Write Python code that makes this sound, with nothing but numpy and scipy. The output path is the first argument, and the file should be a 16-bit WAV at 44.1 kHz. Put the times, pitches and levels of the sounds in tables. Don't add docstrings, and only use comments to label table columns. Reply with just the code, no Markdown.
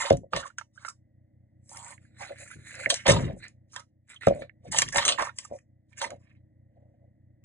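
import sys
import numpy as np
from scipy import signal
from scipy.fft import rfft, irfft
from scipy.io import wavfile
from scipy.ndimage import map_coordinates

SR = 44100
rng = np.random.default_rng(int(sys.argv[2]) if len(sys.argv) > 2 else 0)


def wrap_up_sound(samples):
    columns = np.atleast_2d(samples).T
    tamed = np.clip(columns, -1, 1)
    steps = np.round(tamed * 32767).astype(np.int16)
    wavfile.write(sys.argv[1], SR, steps)


N = 328104
T = np.arange(N) / SR

# time_s, shaft_hz
SHAFT_SPEED = [(0, 31.25), (3.8, 31.25), (4.3, 31.145), (7.44, 31.14)]
# shaft_multiple, twice_mains_multiple, level_db
HUM_LINES = [(2, 0, -12), (3, 0, -1), (4, 0, -6), (6, 0, -15), (7, 0, -10), (8, 0, -16), (10, 0, -12),
             (-1, 1, -5), (0, 1, 0), (1, 1, -11), (2, 1, -18)]
# time_s, gain_db
BACKGROUND_GAIN = [(0, -66), (.75, -69), (1.2, -65), (2, -62), (2.8, -60), (3.6, -63), (4.05, -71),
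                   (4.5, -63), (5.3, -63), (5.85, -67), (6.15, -61.5), (6.6, -63.5), (7.44, -63.5)]
# freq_hz, level_db
AIR_SPECTRUM = [(20, -29), (45, -21.5), (90, -1), (200, -2), (320, -4), (410, -23), (560, -7), (750, -20),
                (1200, -46.5), (1650, -33.5), (1950, -19), (2300, -39.5), (2900, -46), (10000, -53)]
COUNTER_SPECTRUM = [(15, -52), (30, -22), (50, -3), (90, -0.5), (165, -2), (250, -8.5), (380, -11),
                    (700, -36), (1500, -70)]
# start_s, length_s, level_db, swell_db
SHOVES = [(0.119, .014, -27, -5), (0.341, 0.031, -37.5, -13.5), (2.555, 0.059, -50, -15),
          (3.058, .018, -37.5, 1.5), (3.078, 0.05, -20, 1), (3.159, 0.028, -23.5, 0),
          (3.229, 0.057, -29.5, -5), (3.332, 0.017, -37.5, -5.5), (4.675, 0.015, -38.5, -6),
          (4.755, 0.13, -46, 1), (4.963, 0.019, -37, -7.5)]

# freq_hz, level_db, t60_s
STEEL_MODES = [(2778, -14, .22), (3004, -8, .08), (3065, -10, .1), (3290, -8, .07), (3542, -9, .1),
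               (4020, -10, .1), (4330, -10, .07), (6200, -14, .2), (6387, -5, .09), (6795, -14, .12),
               (7224, -9, .22), (7310, -8, .06), (7700, -12, .1), (8440, -6, .05), (8535, 0, .105),
               (8620, -7, .06), (9125, -13, .08), (9808, -15, .06)]
BOARD_MODES = [(554, 0, .088), (625, .5, .04), (480, -4, .032), (705, -17, .11), (930, -17, .04),
               (310, -12, .05), (235, -5, .05), (140, -9, .045)]
# freq_hz, level_db, t60_s
NAIL_MODES = [(2100, 0, .0045), (2450, -14, .005), (1800, -28, .025)]
# start_s, level_db
CLINKS = [(.362, -46), (2.901, -34), (2.942, -46), (3.079, -33), (3.095, -32), (5.052, -31), (5.0795, -27)]
# start_s, peak_db, pan_db (left minus right throughout)
NAIL_TICKS = [(1.979, -43.5, -25), (2.8598, -9, -6), (4.495, -36, -23.5)]
# start_s, level_db, pitch_hz, build_s
KNOCKS = [(0.1065, 1, 555, 0.0011), (0.1246, -18, 552, 0.0082), (0.232, -36.5, 546, 0.0035),
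          (.36, -25.5, 576, 0.005), (2.864, -22.5, 565, 0.0018), (3.0845, -5, 543, 0.0034),
          (3.095, -12.5, 552, 0.00067), (3.108, -13, 550, 0.00084), (4.271, 0, 559, 0.00079),
          (4.298, -12.5, 559, 0.0043), (4.355, -27, 572, 0.0046), (4.384, -27.5, 600, 0.01),
          (4.407, -25, 551.5, 0.0098), (5.062, -26, 557, .003), (5.122, -34, 590, .004),
          (5.203, -29.5, 558, .004), (5.511, -27.5, 578, 0.0029), (6.054, -33, 569.5, 0.0029),
          (6.117, -31.5, 577, 0.002)]
# start_s, length_s, pitch_hz, level_db, pan_db
SQUEAKS = [(.004, 0.049, 1894, -36, -5.5), (0.428, 0.013, 1517, -41, -6.5), (0.455, 0.01, 1100, -38, -6),
           (.584, 0.0048, 1612, -33, -6.5), (.775, 0.0046, 1510, -43.5, -13),
           (0.813, 0.028, 1480, -60, -15), (0.859, .014, 1467, -45.5, -5), (0.88, 0.0042, 1300, -32.5, -16),
           (0.898, 0.0045, 1370, -47, -8), (2.509, 0.0079, 1560, -43, -14.5),
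           (2.527, 0.0092, 1650, -47, -13), (4.16, 0.0089, 3164, -48, -5), (4.2085, .024, 1890, -45.5, -10),
           (4.425, 0.0053, 1393, -53.5, -20), (4.926, 0.03, 1734, -38.5, -6.5),
           (5.037, .02, 3413, -37.5, -2), (5.08, .022, 3436, -33, -4), (5.184, .028, 1103, -29, -6),
           (5.227, .018, 1156, -34, -3)]
# start_s, pitch_hz, level_db, pan_db
POPS = [(0.3338, 1228, -13, -7), (.502, 1408, -39.5, -14), (0.5838, 1540, -24.5, -6.5),
        (.612, 1295, -28, -15), (0.849, 1400, -22.5, -12.5), (2.05, 1606, -57, -16),
        (2.796, 1455, -30, -14), (3.133, 1250, -23, -2.5), (3.166, 930, -20.5, -1.5),
        (4.272, 1270, -16.5, -1.5), (4.73, 1870, -28, -7), (4.746, 930, -20.5, -3.5),
        (4.786, 1870, -21, -9.5), (4.8197, 1794, -11, -9), (4.886, 1840, -29.5, -6.5),
        (4.959, 900, -16, -5), (4.969, 1400, -21, -5.5), (4.981, 1820, -19, 10), (5.025, 1170, -23.5, -3),
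        (5.052, 1280, -24.5, -3.5), (5.0795, 2940, -13, -18), (5.09, 1190, -24.5, -2.5),
        (5.123, 1480, -33, -4), (5.186, 1080, -21.5, -10.5), (5.194, 1020, -17.5, -3.5),
        (5.198, 1800, -19.5, -4), (5.207, 1065, -17, -5), (5.224, 1060, -17.5, -4), (5.242, 1785, -29, 0.5),
        (5.27, 1230, -25, -7.5), (5.2937, 1406, -25.5, -8), (5.451, 1207, -33.5, -11)]

# time_s, skin_db, wet_db
LONG_STROKE = [(1.63, -90.5, -81.5), (1.704, -79, -49), (1.898, -53, -49), (1.96, -86, -63.5),
               (1.98, -75, -103), (2.004, -73.5, -74), (2.132, -75, -83), (2.216, -44.5, -51.5),
               (2.354, -59, -70.5), (2.404, -49, -48.5), (2.492, -56, -55.5), (2.518, -47, -50),
               (2.576, -66, -70), (2.64, -62.5, -62), (2.678, -48, -54.5), (2.786, -48, -58.5),
               (2.796, -42.5, -46.5), (2.84, -40, -50.5)]
SHORT_STROKES = [
    [(3.39, -67, -62), (3.416, -56.5, -85), (3.44, -40.5, -50.5), (3.474, -58.5, -99), (3.48, -62.5, -67.5),
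     (3.51, -77, -94)],
    [(4.06, -88.5, -95), (4.098, -50.5, -52.5), (4.15, -55.5, -71), (4.198, -90, -102),
     (4.212, -46.5, -62.5), (4.255, -45, -56.5)],
    [(4.335, -49.5, -88.5), (4.349, -56, -57), (4.375, -59, -70), (4.405, -58, -60.5), (4.421, -47, -70),
     (4.47, -77, -103)],
]
# freq_hz, level_db
SKIN_SPECTRUM = [(1000, -24.5), (1450, -12), (1800, -3), (2400, -7), (3100, -21.5), (4000, -7.5),
                 (5000, -26), (7000, -46)]
WET_HISS_SPECTRUM = [(3500, -29.5), (5300, -5.5), (6300, -5), (7400, 3.5), (8800, -3.5), (10100, -5),
                     (11000, -43)]

# start_s, length_s, level_db, swell_db, wet_db, grit_db, pan_db, gap_hz
SLIDES = [(0, 0.13, -35.5, -17, 1.5, 0, -4.5, 989.5), (0.338, 0.14, -41, -13.5, -2, 4, -6.5, 1148),
          (0.756, 0.15, -58, 13.5, 10, 4.5, -3.5, 1340), (1.712, 0.22, -49.5, -0.5, -27, -4.5, -9.5, 925.7),
          (2.201, 0.06, -42.5, -14, -5.5, -20, -6, 795), (3.058, .011, -22.5, 1.5, -15, -5, -6.5, 850),
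          (3.078, 0.045, -24, -1, 3, -0.5, -5.5, 1003), (3.122, 0.2, -40, -34, -3.5, 1, -1.5, 1011),
          (3.731, 0.073, -49.5, 2.5, 2, -0.5, -7.5, 1254), (4.719, 0.063, -37, 9, 10.5, 0, -4.5, 841),
          (4.779, .052, -40, -4.5, 11, 1.5, -3, 978), (4.943, .05, -28, 8, 3.5, -8.5, -4, 891),
          (5, .068, -35.5, 4.5, -3.5, 5, -4, 1079), (5.078, .07, -35.5, -14.5, -2, 11.5, -4.5, 1122),
          (5.184, 0.1, -33.5, -15, -6, -15, -3, 1032), (6.013, 0.063, -34.5, -21, -2.5, -2.5, -4.5, 940)]
# start_s, length_s, level_db, swell_db, wet_db, grit_db, pan_db
SCRAPES = [(2.902, 0.009, -31, -16, 9.5, 10.5, -7), (2.942, 0.11, -42.5, -31.5, 3, -1.5, -3),
           (4.761, 0.011, -35.5, -3, -3, 9, -6), (5.09, 0.0028, -31, -13, 14, 15.5, -1),
           (4.83, 0.077, -49.5, -3, -1, 6.5, -1), (4.924, 0.014, -37, -3, 1, -29, -7),
           (4.655, 0.036, -56.5, 2, -5.5, -1, -5.5), (5.385, 0.096, -53.5, -17.5, 7, -6, -4.5),
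           (5.51, 0.079, -62, 20, 0.5, -29, -1), (5.91, 0.023, -55.5, 8, -14.5, -11, -11),
           (5.984, 0.02, -43.5, -6, 4.5, -0.5, -4.5), (6.22, 0.15, -64.5, -12.5, -15.5, -8, -2)]
# start_s, length_s, level_db, swell_db
DRAGS = [(0.338, 0.032, -35, -5), (2.299, 0.032, -38.5, -14), (2.407, 0.03, -50.5, 0),
         (2.747, 0.08, -49, -0.5), (2.866, 0.074, -35.5, -13), (3.118, 0.25, -37, -16),
         (4.341, 0.11, -44.5, -9), (4.655, 0.021, -46.5, -12), (5.05, .11, -37.5, -4),
         (5.187, 0.046, -34.5, -2.5), (5.507, 0.065, -43.5, -5), (6.109, 0.06, -44.5, -20),
         (6.722, 0.36, -67.5, -4)]
# start_s, level_db, pan_db
CATCHES = [(.102, -30, 0), (.3627, -31, 3), (2.9017, -27, -2.5), (3.067, -25.5, -1.5), (3.079, -25, -1),
           (3.0971, -24, 6.5), (3.7616, -35, -6), (4.143, -53.5, -3), (4.268, -34.5, -4.5),
           (4.283, -36.5, -4), (4.7448, -34.5, -6), (4.7945, -36, 2.5), (4.8191, -25, -4),
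           (4.959, -26.5, -3), (4.9818, -22.5, 8), (5.2222, -35, -2.5), (6.0152, -32.5, -5),
           (6.0407, -39.5, -7), (6.104, -42.5, -5.5)]
PEELS = [(.1259, -46, -2), (.1695, -49.5, -2.5), (.5835, -38.5, -3.5), (.885, -42, -6.5),
         (1.692, -53.5, -6), (1.7698, -46.5, -1.5), (2.752, -48.5, -3), (2.9017, -27.5, -5.5),
         (2.941, -28.5, 1), (3.481, -54.5, -4), (4.7855, -17.5, -5), (4.7945, -28.5, -4),
         (4.8191, -23.5, -1.5), (4.8865, -39, -5.5), (4.9242, -40.5, -5.5), (5.0513, -25, -2),
         (5.079, -28.5, 13), (5.3855, -33.5, -1)]
# freq_hz, level_db
RASP_SPECTRUM = [(900, -34), (1350, -12.5), (1870, 3), (2400, -2.5), (3000, -12), (4500, -37.5)]
BOARD_SPECTRUM = [(120, -33.5), (300, -14.5), (430, -14.5), (560, 5.5), (700, -4.5), (900, -22),
                  (1500, -61)]
HOLLOW_SPECTRUM = [(450, -32), (720, -9.5), (1000, 6), (1250, -0.5), (1600, -3), (2600, -42.5)]
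FIZZ_SPECTRUM = [(3500, -31.5), (5300, 7), (6800, 6), (8400, 3.5), (9100, 0), (10100, 1.5), (11000, -37)]
GRIT_SPECTRUM = [(2000, -29), (2900, 1), (3400, -2.5), (4200, -1), (5100, -8), (7000, -33.5)]

# rasp_db, board_db, hollow_db, fizz_db, grit_db
SLIDE_MIX_DB = (-2.5, -10.5, -7, -6.5, -3.5)
SCRAPE_MIX_DB = (1, -18.5, -13.5, -5, 0)
DRAG_MIX_DB = (-24, -1, -27.5, -39, -34)
CATCH_MIX_DB = (0, -15.5, -4.5, -6, -4)
PEEL_MIX_DB = (-8, -24, -18, 1, -7)
POP_MIX_DB = (-25, -36, -25, -37, -31)
PRESS_DB_PER_DB = (0.19, 0.52, 0.031, -0.021, 0.38)

# freq_hz, left_lead_rad
PORT_PHASE = [(0, 0), (100, -.5), (300, -1.2), (750, -1.3), (1100, -1.5), (1700, .7), (2100, .7),
              (2600, 2.3), (3600, 1.9), (5000, 2.9), (7000, 5.4), (8200, 6.2), (9200, 6.6), (10300, 7.6)]

MID_FORCE_DB, POCKET_GLIDE_OCT_PER_S = -40, 8.1


def undb(db):
    return np.exp(np.asarray(db) * (np.log(10) / 20))


def unit(x):
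    return x / np.sqrt(np.mean(x ** 2))


def seconds(length_s):
    return np.arange(max(int(length_s * SR), 2)) / SR


def add(track, start_s, sound, pan_db=0):
    i = int(start_s * SR)
    sound, i = sound[..., max(-i, 0):N - i], max(i, 0)
    track[:, i:i + sound.shape[-1]] += unit(undb(np.array([[pan_db], [-pan_db]]) / 2)) * sound


def colour(spectrum, size=4096):
    hz, db = np.transpose(spectrum)
    bins_hz = np.fft.rfftfreq(size, 1 / SR)
    log_gain = np.log(undb(np.interp(np.log(bins_hz + 1), np.log(hz), db)))
    cepstrum = irfft(log_gain)
    cepstrum[1:size // 2] *= 2
    cepstrum[size // 2 + 1:] = 0
    response = irfft(np.exp(rfft(cepstrum)))
    return response / np.linalg.norm(response)


def through(x, response):
    return signal.fftconvolve(np.atleast_2d(x), np.atleast_2d(response), axes=1)[:, :N]


def ring(modes, t, detune=0):
    return sum(undb(db - 60 * t / t60_s) * np.sin(2 * np.pi * hz * (1 + detune) * t)
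               for hz, db, t60_s in modes)


def wander(t, rate_hz, count=64):
    return np.interp(t, np.arange(count) / rate_hz, rng.standard_normal(count))


def push(t, length_s, swell_db, release_s):
    return undb(swell_db * np.clip(t / length_s, 0, 1)) * np.exp(-np.maximum(t - length_s, 0) / release_s)


def slips(size, rate_hz, spread_db, smooth):
    chance, strength, noise = (np.resize(draw(size=SR // 3), size)
                               for draw in (rng.random, rng.exponential, rng.standard_normal))
    clicks = (chance < rate_hz / SR) * undb(spread_db * np.minimum(strength, 4)) * np.sign(noise)
    return unit(clicks + smooth * noise + 1e-9)


def pocket(lo_hz, hi_hz, t60_s, scatter_rad, count):
    t = seconds(.04)
    hz = lo_hz * (hi_hz / lo_hz) ** ((np.arange(count) + rng.random(count)) / count)
    phase = rng.uniform(0, 2 * np.pi, (count, 1, 1)) + scatter_rad * rng.standard_normal((count, 2, 1))
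    return np.sin(2 * np.pi * hz[:, None, None] * t + phase).sum(0) * undb(-60 * t / t60_s)


def kitchen(x, wet_db, t60_s, width):
    t = seconds(.2)
    shared, left, right = rng.standard_normal((3, len(t)))
    onset = np.clip(t / 0.0015 - 1, 0, 1)
    tail = (shared + width * np.array([left, right])) * undb(-60 * t / t60_s) * onset
    return x + undb(wet_db) * through(x, tail / np.linalg.norm(tail[0]))


def room_air():
    return through(rng.standard_normal(N) + 0.1 * rng.standard_normal((2, N)), colour(AIR_SPECTRUM))


def motor(mains_hz=60):
    turns = np.cumsum(np.interp(T, *np.transpose(SHAFT_SPEED))) / SR
    return np.sqrt(2) * sum(undb(db) * np.cos(2 * np.pi * (order * turns + magnetic * 2 * mains_hz * T))
                            for order, magnetic, db in HUM_LINES)


def background():
    return undb(np.interp(T, *np.transpose(BACKGROUND_GAIN))) * (motor() + undb(-6) * room_air())


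def steel(scrape_s=0.0025):
    out, t = np.zeros((2, N)), seconds(.35)
    for start_s, db in CLINKS:
        modes = ring(STEEL_MODES, t, detune=0.00076 * rng.standard_normal())
        scrape = rng.standard_normal(len(t)) * np.exp(-t / scrape_s)
        clink = signal.fftconvolve(modes, scrape)
        onset_rms = np.sqrt(np.mean(clink[:int(.04 * SR)] ** 2))
        add(out, start_s, undb(db) * clink / onset_rms, pan_db=-1.5)
    return kitchen(out, wet_db=-5, t60_s=0.053, width=0.7)


def counter(jolt_db=-22, jolt_decay_s=0.028):
    force, response, t = np.zeros((2, N)), colour(COUNTER_SPECTRUM), seconds(.45)
    jolts = [(start_s, jolt_decay_s / 2, db + jolt_db, np.exp(-t / jolt_decay_s))
             for start_s, db, *_ in KNOCKS]
    leans = [(start_s, length_s, db, push(t, length_s, swell_db, release_s=0.038))
             for start_s, length_s, db, swell_db in SHOVES]
    for start_s, length_s, db, load in jolts + leans:
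        shake = rng.standard_normal(len(t)) * load
        shake *= np.sqrt(length_s * SR) / np.linalg.norm(signal.fftconvolve(shake, response))
        add(force, start_s, undb(db) * shake, pan_db=1)
    return kitchen(through(force, response), wet_db=-14, t60_s=.1, width=0.99)


def nails(rise_s=.0018):
    out, t = np.zeros((2, N)), seconds(.03)
    tick = ring(NAIL_MODES, t) * (1 - np.exp(-(t / rise_s) ** 2))
    for start_s, db, pan_db in NAIL_TICKS:
        add(out, start_s, undb(db) * tick / np.abs(tick).max(), pan_db)
    return kitchen(out, wet_db=-15, t60_s=.06, width=1)


def judder(gain, lo_hz, hi_hz, t60_s, rate_hz=130, spread_db=4):
    out = np.zeros((2, N))
    for when, size in rng.random((int(rate_hz * N / SR), 2)):
        i = int(when * N)
        if gain[i] > undb(-75):
            slip = pocket(lo_hz, hi_hz, t60_s, scatter_rad=0.48, count=2)
            add(out, i / SR, gain[i] * undb(-spread_db * np.log(size + .05)) * slip / np.linalg.norm(slip))
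    return out * np.sqrt(SR / rate_hz)


def fingers(patch_hz=45, patch_db=2.5, echo_s=.0004, echo_swing=.42, echo_gain=.8):
    skin_gain, wet_gain = np.zeros((2, N))
    for stroke in [LONG_STROKE, *SHORT_STROKES]:
        time_s, skin_db, wet_db = np.transpose(stroke)
        outside_s = np.abs(T - np.clip(T, time_s[0], time_s[-1]))
        fade_db = -26.5 * np.minimum(outside_s / 0.058, 10)
        skin_gain += undb(np.interp(T, time_s, skin_db) + fade_db)
        wet_gain += undb(np.interp(T, time_s, wet_db) + fade_db - 1)
    out = np.zeros((2, N))
    for gain, spectrum, pan_db, gaps in [(skin_gain, SKIN_SPECTRUM, -4, (1400, 2600, .022)),
                                         (wet_gain, WET_HISS_SPECTRUM, -1, (6300, 10000, .012))]:
        grain = unit(rng.standard_normal(N) * undb(np.minimum(rng.exponential(size=N), 6) * 3.9))
        patches = undb(patch_db * wander(T, patch_hz, count=int(T[-1] * patch_hz) + 2))
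        direct = through(gain * patches * grain, colour(spectrum))[0]
        hand = np.interp(T, np.arange(64) * .12, rng.uniform(-1, 1, 64))
        delay_s = echo_s * (1 + echo_swing * hand)
        echo = map_coordinates(direct, [(T - delay_s) * SR], order=2)
        rub = (direct + echo_gain * echo) / np.hypot(1, echo_gain)
        add(out, 0, undb(-4) * rub + undb(-5) * judder(gain, *gaps), pan_db)
    return kitchen(out, wet_db=-4.5, t60_s=0.12, width=1)


def bubbles(rate_hz=92, spread_db=4, t60_s=0.031, range_oct=1.2, tick_db=-3.5):
    out, t = np.zeros((2, N)), seconds(.04)
    glide = 2 ** (POCKET_GLIDE_OCT_PER_S * t / 2) - 1
    for start_s, length_s, db, swell_db, wet_db, _, pan_db, gap_hz in SLIDES:
        count = int(rate_hz * length_s)
        for k, (when, pitch, size, tick, side) in enumerate(rng.random((32, 5))[:count]):
            progress = (k + when) / count
            modes = [(0.71 * gap_hz * 2 ** (range_oct * pitch), 0, t60_s),
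                     (3000 + 2000 * tick, tick_db, .006),
                     (6500 + 3000 * tick, tick_db + wet_db / 2, .005)]
            burst = ring(modes, t, glide) * (1 - np.exp(-t / .0003))
            stroke_db = db + swell_db * (progress - .5) - abs(swell_db) / 6
            level_db = stroke_db - 1 - spread_db * np.log(size + 0.13)
            add(out, start_s + progress * length_s, undb(level_db) * burst, pan_db + 6 * (side - .5))
    return kitchen(out, wet_db=-8, t60_s=.08, width=0.99)


def squeaks(slip_hz=450, waver=.06, rough_db=4, octave_db=-23, rise_s=.002):
    out, t = np.zeros((2, N)), seconds(.1)
    for start_s, length_s, hz, db, pan_db in SQUEAKS:
        phase = 2 * np.pi * np.cumsum(hz * (1 + waver * wander(t, slip_hz))) / SR
        grip = undb(rough_db * wander(t, slip_hz))
        force = push(t, length_s, swell_db=-5.5, release_s=.003) * (1 - np.exp(-(t / rise_s) ** 2))
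        squeak = force * grip * (np.sin(phase) + undb(octave_db) * np.sin(2 * phase))
        add(out, start_s, undb(db) * np.sqrt(length_s * SR) * squeak / np.linalg.norm(squeak), pan_db)
    return kitchen(out, wet_db=-6.5, t60_s=0.052, width=0.99)


def squelches(glide_oct_per_s=1, bandwidth_hz=140):
    out, t = np.zeros((2, N)), seconds(.35)
    pole = np.exp(-np.pi * bandwidth_hz / SR)
    for start_s, length_s, db, swell_db, *_, pan_db, gap_hz in SLIDES:
        pitch_hz = gap_hz * 2 ** (glide_oct_per_s * (t - length_s / 2))
        carrier = np.exp(2j * np.pi * np.cumsum(pitch_hz) / SR)
        load = push(t, length_s, swell_db, release_s=0.0088) * (1 - np.exp(-t / 0.00095))
        force = load * slips(len(t), rate_hz=1500, spread_db=4.5, smooth=0.2)
        resonance = np.real(carrier * signal.lfilter([1], [1, -pole], force / carrier))
        band = signal.butter(2, [gap_hz / 1.4, gap_hz * 1.4], "band", fs=SR, output="sos")
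        gap = signal.sosfilt(band, resonance)
        add(out, start_s, undb(db - 4.5) * np.sqrt(length_s * SR) * gap / np.linalg.norm(gap), pan_db)
    return kitchen(out, wet_db=-5, t60_s=.07, width=1)


def pops(mid_t60_s=0.024, mid_rise_s=0.0014, halving_db=29.5):
    out, t = np.zeros((2, N)), seconds(.08)
    for start_s, hz, db, pan_db in POPS:
        softness = 2 ** ((MID_FORCE_DB - db) / halving_db)
        t60_s, rise_s = mid_t60_s * softness, mid_rise_s * softness
        modes = [(hz, 0, t60_s), (1.17 * hz, -4, t60_s / 2), (.84 * hz, -5, t60_s / 2)]
        glide = 2 ** (POCKET_GLIDE_OCT_PER_S * (t / 2 - rise_s)) - 1
        smack = ring(modes, t, glide) * (1 - np.exp(-(t / rise_s) ** 2))
        add(out, start_s - rise_s / 2, undb(db + 3.5) * smack, pan_db)
    return kitchen(out, wet_db=-4.5, t60_s=0.03, width=2.7)


def shares(mix_db, db, wet_db=0, grit_db=0):
    press_db = np.array(PRESS_DB_PER_DB) * (db - MID_FORCE_DB)
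    return db + np.array(mix_db) + press_db + np.array([0, 0, 0, wet_db, grit_db])


def rubs():
    for rows, mix_db in [(SLIDES, SLIDE_MIX_DB), (SCRAPES, SCRAPE_MIX_DB)]:
        for start_s, length_s, db, swell_db, wet_db, grit_db, pan_db, *_ in rows:
            yield start_s, length_s, swell_db, shares(mix_db, db, wet_db, grit_db), pan_db
    for start_s, length_s, db, swell_db in DRAGS:
        yield start_s, length_s, swell_db, db + np.array(DRAG_MIX_DB), -4


def snaps():
    for rows, mix_db in [(CATCHES, CATCH_MIX_DB), (PEELS, PEEL_MIX_DB), (POPS, POP_MIX_DB)]:
        for start_s, *_, db, pan_db in rows:
            yield start_s, shares(mix_db, db), pan_db


def contacts(spectrum, part, gap_hz, gap_t60_s, scatter_rad, gap_count, gap_gain,
             slip_hz, spread_db, smooth, snap_decay_s, rub_db, snap_db, lean_db):
    out, response = np.zeros((2, N)), colour(spectrum, size=1024)

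    def radiate(force, length_s):
        direct = through(force, response)
        ringing = through(direct, pocket(*gap_hz, gap_t60_s, scatter_rad, gap_count))
        sound = unit(direct) + gap_gain * unit(ringing[:, :direct.shape[1]])
        return sound * np.sqrt(2 * length_s * SR) / np.linalg.norm(sound)

    for start_s, length_s, swell_db, levels_db, pan_db in rubs():
        attack_s = np.interp(levels_db.max(), [-52, -32], [.06, .012])
        t = seconds(attack_s + length_s + .12) - attack_s
        hold = push(t, length_s, swell_db, release_s=0.0013 + 0.012 * length_s)
        trail = undb(-14) * push(t, length_s, swell_db, release_s=0.022)
        grip = (hold + trail) / (1 + np.exp(-5.5 * t / attack_s))
        flutter = undb(7 * wander(t + attack_s, rate_hz=1 / .014, count=40))
        rub = radiate(grip * flutter * slips(len(t), slip_hz, spread_db, smooth), length_s)
        add(out, start_s - attack_s, undb(levels_db[part] + rub_db) * rub, pan_db + lean_db)
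    t = seconds(.04) - .015
    after_s = np.maximum(t, 0)
    burst = (1 - np.exp(-after_s / 0.0027)) * np.exp(-after_s / snap_decay_s)
    lead_in = undb(-21.5) * np.exp(-np.abs(t) / .003)
    for start_s, levels_db, pan_db in snaps():
        snap = radiate(rng.standard_normal(len(t)) * (burst / burst.max() + lead_in), length_s=.008)
        add(out, start_s + t[0], undb(levels_db[part] + snap_db) * snap, pan_db + lean_db)
    return out


def slices():
    rasp = contacts(RASP_SPECTRUM, part=0, gap_hz=(1400, 3600), gap_t60_s=0.018, scatter_rad=1.2,
                    gap_count=4, gap_gain=0.88, slip_hz=390, spread_db=4.5, smooth=0.13,
                    snap_decay_s=0.00048, rub_db=-4, snap_db=-4.5, lean_db=-4)
    board = contacts(BOARD_SPECTRUM, part=1, gap_hz=(490, 680), gap_t60_s=0.061, scatter_rad=0.083,
                     gap_count=3, gap_gain=0.086, slip_hz=570, spread_db=4, smooth=0.3,
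                     snap_decay_s=0.0011, rub_db=0.5, snap_db=-5.5, lean_db=3.5)
    hollow = contacts(HOLLOW_SPECTRUM, part=2, gap_hz=(780, 1300), gap_t60_s=0.021, scatter_rad=1.9,
                      gap_count=3, gap_gain=1, slip_hz=380, spread_db=3.6, smooth=0.1,
                      snap_decay_s=0.003, rub_db=-6, snap_db=-2.5, lean_db=-3.5)
    fizz = contacts(FIZZ_SPECTRUM, part=3, gap_hz=(3800, 8100), gap_t60_s=0.014, scatter_rad=0.15,
                    gap_count=7, gap_gain=0.85, slip_hz=1200, spread_db=3, smooth=0.22,
                    snap_decay_s=0.0011, rub_db=0.5, snap_db=0.5, lean_db=4)
    grit = contacts(GRIT_SPECTRUM, part=4, gap_hz=(2200, 4200), gap_t60_s=0.036, scatter_rad=0.33,
                    gap_count=5, gap_gain=0.9, slip_hz=430, spread_db=3.5, smooth=0.089,
                    snap_decay_s=0.00062, rub_db=-4.5, snap_db=-5, lean_db=3)
    return (kitchen(rasp + grit, wet_db=-5, t60_s=0.091, width=0.97)
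            + kitchen(board, wet_db=-9, t60_s=0.062, width=0.11)
            + kitchen(hollow, wet_db=-6.5, t60_s=0.091, width=0.51)
            + kitchen(fizz, wet_db=-12.5, t60_s=0.14, width=0.69))


def knocks(contact_s=0.0013, chatter_db=5, chatter_hz=290):
    out, t = np.zeros((2, N)), seconds(0.21)
    pulse = np.exp(-(seconds(2 * contact_s) / contact_s * 4 - 4) ** 2 / 2)
    for start_s, db, hz, build_s in KNOCKS:
        bend = ring(BOARD_MODES, t, detune=hz / BOARD_MODES[0][0] - 1) * (1 - np.exp(-(t / build_s) ** 2))
        velocity = np.gradient(signal.fftconvolve(bend, pulse))[:len(t)]
        chatter = wander(t, chatter_hz) * np.minimum(t / .02, 1)
        gain = undb(db - 2.5 + chatter_db * chatter)
        add(out, start_s - contact_s / 2, gain * velocity / np.abs(velocity).max())
    return kitchen(out, wet_db=-15, t60_s=0.077, width=.5)


def scene():
    return (slices() + fingers() + squelches() + bubbles() + pops() + squeaks() + nails()
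            + knocks() + counter() + steel() + background())


def record(dry):
    ceiling, top_hz = .9, 10400
    lead_rad = np.interp(np.fft.rfftfreq(N, 1 / SR), *np.transpose(PORT_PHASE))
    ports = irfft(rfft(dry) * np.exp(.5j * np.array([lead_rad, -lead_rad])), N)
    rounded = ports / (1 + (ports / ceiling) ** 8) ** (1 / 8)
    return signal.sosfilt(signal.ellip(6, .3, 70, top_hz, fs=SR, output="sos"), rounded)


dry = scene()
out = record(dry)
wrap_up_sound(out)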